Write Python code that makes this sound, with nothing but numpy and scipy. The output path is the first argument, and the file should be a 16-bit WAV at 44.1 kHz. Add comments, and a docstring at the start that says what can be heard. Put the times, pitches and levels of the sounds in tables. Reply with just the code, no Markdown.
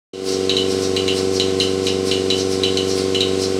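"""The vacuum pump of a portable milking machine drones, whines and rattles over a steady hiss of air.
Two pulsators, the valves that switch the suction, tick at slightly different rates: on each stroke
air rushes in, then the sliding valve snaps against its stop. The machine is about a metre away in a
hard-walled farm room, and its sound fades in at the start."""
import sys
import numpy as np
from scipy import signal
from scipy.fft import rfft, irfft
from scipy.io import wavfile
from scipy.ndimage import uniform_filter1d

SR = 44100
rng = np.random.default_rng(int(sys.argv[2]) if len(sys.argv) > 2 else 0)


def wrap_up_sound(samples):
    """Save the sound to the file named by the first command line argument, as 16-bit audio."""
    columns = np.atleast_2d(samples).T
    # keep every value between -1 and 1, then stretch to whole-number steps
    tamed = np.clip(columns, -1, 1)
    steps = np.round(tamed * 32767).astype(np.int16)
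    wavfile.write(sys.argv[1], SR, steps)


N = 158319


def gain(db):
    """Turn decibels into a multiplier."""
    return 10 ** (np.asarray(db) / 20)


def level(x, db):
    """Set a sound's average (rms) level."""
    return x * gain(db) / np.sqrt(np.mean(x ** 2))


def wander(rate_hz):
    """A smooth random curve that strays by about 1."""
    k = int(SR / rate_hz)
    steps = np.repeat(rng.standard_normal(N // k + 1), k)
    curve = uniform_filter1d(uniform_filter1d(steps, k), k)[:N]
    return curve / curve.std()


def colour(x, points):
    """Shape a sound's tone along a curve of (Hz, dB) points."""
    hz, db = np.array(points, float).T
    size = 2 * len(x)
    freqs = np.maximum(np.fft.rfftfreq(size, 1 / SR), 1)
    cepstrum = irfft(np.log(gain(np.interp(np.log(freqs), np.log(hz), db))))
    cepstrum[1:size // 2] *= 2  # folded so nothing rings before it is struck
    cepstrum[size // 2 + 1:] = 0
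    return irfft(rfft(x, size) * np.exp(rfft(cepstrum)))[:len(x)]


def ring(x, hz, width_hz):
    """Make a sound ring around one pitch."""
    return signal.lfilter(*signal.iirpeak(hz, hz / width_hz, fs=SR), x)


def split(x, hz):
    """The parts below and above a frequency."""
    low = signal.sosfiltfilt(signal.butter(2, hz, fs=SR, output="sos"), x)
    return low, x - low


def add(out, x, start_s):
    """Mix a sound in at a given time."""
    i = int(start_s * SR)
    if 0 <= i < N:
        out[i:i + len(x)] += x[:N - i]


# The drone's tones. Each row: multiple of the shaft's speed, relative level in dB.
DRONE_TONES = [(1, -36), (2, -35), (3, -31), (4, -6), (5, -27.5), (6, -22), (7, -21), (8, -8), (9, -17),
               (10, -20), (11, -16), (12, -5), (13, -18), (14, -26), (15, -29), (16, 0.5), (17, -72.5),
               (18, -13), (19, -16), (20, -3.5), (21, -43), (22, -23), (23, -24.5), (24, -26), (25, -27),
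               (26, -29.5), (27, -39.5), (28, -18), (29, -29.5), (30, -57), (31, -29), (32, -19.5),
               (33, -45), (34, -49)]

def pump_drone(turns):
    """Four vanes make four suction pulses a turn; their unevenness adds the tones in between."""
    drone = 0
    for multiple, db in DRONE_TONES:
        offset = rng.random() * (multiple % 2)  # even multiples stay lined up
        tone = np.cos(2 * np.pi * (multiple * turns + offset))
        drone -= gain(db + 0.21 * wander(4.9)) * tone
    return level(drone, -19)


SHAFT_HZ = 23.765
# The whine's tones. Each row: rough pitch in Hz, relative level in dB.
WHINE_TONES = [(855.9, -55.5), (1044, -49.5), (1071, -47.5), (1093, -52), (1308, -60), (1330, -49),
               (1475, -54), (1497, -54.5), (1523, -51)]

def pump_whine(turns):
    """The casing whines thinly at whole multiples of the shaft's speed."""
    whine = 0
    for hz, db in WHINE_TONES:
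        strength = gain(db + 1.5 * wander(6.07))
        whine += strength * np.cos(2 * np.pi * (round(hz / SHAFT_HZ) * turns + rng.random()))
    return level(whine, -45.5)


# The rattle's tone. Each row: frequency in Hz, relative level in dB.
RATTLE_COLOUR = [(750, -21), (830, 0), (960, -12), (1070, 6), (1200, -1), (1500, -2), (1700, -14),
                 (2000, 2), (3000, -9.5), (5000, -47), (12000, -78)]

def pump_rattle(turns):
    """The casing repeats the same rattle on every turn, pulsing with the four vanes."""
    one_turn = irfft(np.exp(2j * np.pi * rng.random(int(SR / SHAFT_HZ / 2))))  # a scrap of noise
    rattle = np.interp(turns % 1, np.linspace(0, 1, len(one_turn)), one_turn)
    pulsing = 1 + 0.3 * np.cos(2 * np.pi * 4 * turns)
    return level(colour(rattle * pulsing, RATTLE_COLOUR), -44)


# The hiss's tone. Each row: frequency in Hz, relative level in dB.
HISS_COLOUR = [(25, -13), (60, 8), (110, 11), (400, 15.5), (600, 4.5), (850, 2), (1100, 4), (1750, -1.5),
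               (2600, 1.5), (3000, 5), (3350, 2.5), (4100, 5), (5300, 4.5), (7000, -2.5), (8000, -0.5),
               (10000, -11.5), (12500, -19), (15500, -48)]

def air_hiss():
    """Air leaks steadily through the regulator and exhaust; its level flickers slightly."""
    hiss = level(colour(rng.standard_normal(N), HISS_COLOUR), -31)
    return hiss * gain(0.57 * wander(14))


def swell(age, rise_s, fall_s):
    """Air flow grows to its peak at age 0, then dies away."""
    return np.exp(1 - np.hypot(age / np.where(age < 0, rise_s, fall_s), 1))


# The tone of each pulsator's air port. Each row: frequency in Hz, relative level in dB.
PORT_COLOUR = {"slow": [(1000, -16.5), (3300, -14), (4100, 0.5), (4700, 0.5), (5500, -1), (6200, -2.5),
               (7000, -7.5), (8500, -10.5), (11000, -18.5), (15500, -36)], "fast": [(1000, -5.5),
               (3300, -2.5), (4100, 7), (5300, 5.5), (7000, -3.5), (8300, -1), (9500, -4), (12000, -16.5),
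               (15500, -24)]}
# Each pulsator's whistle: pitch in Hz, width in Hz, level in dB.
PORT_WHISTLE = {"slow": (5650, 670, -35), "fast": (5420, 550, -40)}
# Each pulsator's puff: rise, fall and the treble's head start, all in seconds.
PUFF_TIMES = {"slow": (0.02, 0.013, 0.02), "fast": (0.018, 0.016, 0.012)}

def air_puffs(t, pulsator, peaks_s, air_db, treble_db):
    """Air rushes in through a port: each puff starts bright and whistles at its height."""
    rise_s, fall_s, head_start_s = PUFF_TIMES[pulsator]
    hz, width_hz, whistle_db = PORT_WHISTLE[pulsator]
    rush = colour(rng.standard_normal(N), PORT_COLOUR[pulsator])
    body, treble = split(level(rush, air_db), hz=6950)
    whistle = level(ring(rush, hz, width_hz), whistle_db)
    out = np.zeros(N)
    for peak_s in peaks_s:
        flow = swell(t - peak_s, rise_s, fall_s)
        early_flow = swell(t - peak_s + head_start_s, rise_s, fall_s)
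        out += body * flow + whistle * flow ** 2 + gain(treble_db) * treble * early_flow
    return out


# The tone of the valve's housing. Each row: frequency in Hz, relative level in dB.
HOUSING_COLOUR = [(900, -23), (1700, -9.5), (2200, 0.5), (2500, 0.5), (2900, 5.5), (3500, 1.5), (4300, 4.5),
                  (5000, -7), (6300, 0), (7500, -4.5), (10000, -15), (15500, -32)]

def valve_snap(low_hz, low_db, high_hz, high_db, crack_db):
    """The valve hits its stop and chatters briefly: a tick, a crack and two rings of the housing."""
    t = np.arange(SR // 4) / SR

    def hit(decay_s, impact=0):
        chatter = rng.standard_normal(len(t)) * np.exp(-t / decay_s)
        return colour(chatter + impact * (t == 0), HOUSING_COLOUR)

    low = ring(hit(decay_s=0.022, impact=1.7), low_hz, width_hz=195)
    low *= 1 - np.exp(-t / 0.0056)  # takes a moment to build
    high = ring(hit(decay_s=0.0069, impact=11.6), high_hz, width_hz=91)
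    crack = hit(decay_s=0.013)
    tick = hit(decay_s=0.0013)
    parts = [(low, low_db), (high, high_db), (crack, crack_db), (tick, -35)]
    # each level is set as if the part lasted 0.04 seconds
    return sum(x * gain(db) / np.sqrt(np.sum(x ** 2) / (0.04 * SR)) for x, db in parts)


# Seconds each pulsator takes to slide out and back.
ROUND_TRIP_S = {"slow": 1.0338, "fast": 0.9038}
# When each pulsator first snaps in each direction, in seconds.
FIRST_HIT_S = {"slow": {"out": 0.5671, "back": 0.0456}, "fast": {"out": 0.4950, "back": 0.0607}}
# Each row: pulsator, direction, low ring's pitch in Hz and level in dB, the same for the high ring,
# crack level in dB, seconds from puff to snap, puff level in dB, puff's extra treble in dB.
VALVE_STROKES = [("slow", "out", 2970, -23.5, 3937, -21.5, -30.5, 0.23, -28.5, 0),
                 ("slow", "back", 2970, -24, 4010, -29, -30, 0.23, -28.5, 0),
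                 ("fast", "out", 2990, -25.5, 3950, -22, -31.5, .215, -28, 0),
                 ("fast", "back", 2940, -26.5, 3970, -27, -31, 0.24, -30, 0)]

def pulsators(t):
    """Each stroke comes once per round trip: a puff of air, then the snap."""
    out = np.zeros(N)
    for pulsator, direction, *snap_settings, lead_s, air_db, treble_db in VALVE_STROKES:
        snaps_s = np.arange(FIRST_HIT_S[pulsator][direction], t[-1] + lead_s, ROUND_TRIP_S[pulsator])
        out += air_puffs(t, pulsator, snaps_s - lead_s, air_db, treble_db)
        for start_s in snaps_s:
            add(out, valve_snap(*snap_settings), start_s)
    return out


def room(x):
    """Hard walls add a short wash of echoes."""
    gap_s, low_fade_s, high_fade_s = 0.0073, 0.41, 0.43  # a fade is a drop of 60 dB
    t = np.arange(SR) / SR
    low, high = split(rng.standard_normal(len(t)), hz=3300)
    tail = (low * gain(-60 * t / low_fade_s) + high * gain(-60 * t / high_fade_s)) * (t > gap_s)
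    tail /= np.sqrt(np.sum(tail ** 2))
    return x + gain(-3) * signal.fftconvolve(x, tail)[:N]


# Each row: delay in milliseconds, level in dB compared with the direct sound.
CLOSE_ECHOES = [(2.9, -22), (4.7, -18.5), (7.6, -15.5), (11.3, -17.5)]

def close_echoes(x):
    """Bounces off the churn, frame and floor change the tone but keep the level."""
    out = x.copy()
    for ms, db in CLOSE_ECHOES:
        add(out, gain(db) * x, ms / 1000)
    return out * x.std() / out.std()


def scene():
    """Pump, hiss and pulsators, the same in both ears."""
    t = np.arange(N) / SR
    speed_hz = SHAFT_HZ * (1 + 0.0001996 * wander(2))
    first_vane_s = 0.0115
    turns = np.cumsum(speed_hz) / SR - SHAFT_HZ * first_vane_s
    pump = pump_drone(turns) + pump_whine(turns) + pump_rattle(turns)
    return np.tile(pump + close_echoes(air_hiss() + room(pulsators(t))), (2, 1))


# The opening fade, then an extra one for the bass. 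Each row: time in seconds, level change in dB.
OPENING_FADE = [(0.135, -11), (0.21, -6), (0.255, -4), (0.3, 0), (0.45, 0), (0.7, 0.5)]
BASS_FADE = [(0.135, -11), (0.3, -14), (0.42, -8.5), (0.8, -5.5)]

def record(dry):
    """After a brief silence the sound fades in, bass last; the highest treble is cut."""
    silence_s, open_s, bass_hz, top_hz = 0.132, 0.004, 206, 15650
    t = np.arange(N) / SR
    fade = lambda curve: gain(np.interp(t, *np.array(curve).T))
    bass, rest = split(dry, bass_hz)
    opening = np.clip((t - silence_s) / open_s, 0, 1)
    heard = (bass * fade(BASS_FADE) + rest) * fade(OPENING_FADE) * opening
    return signal.sosfilt(signal.ellip(8, .2, 70, top_hz, fs=SR, output="sos"), heard)


dry = scene()
out = record(dry)
wrap_up_sound(out)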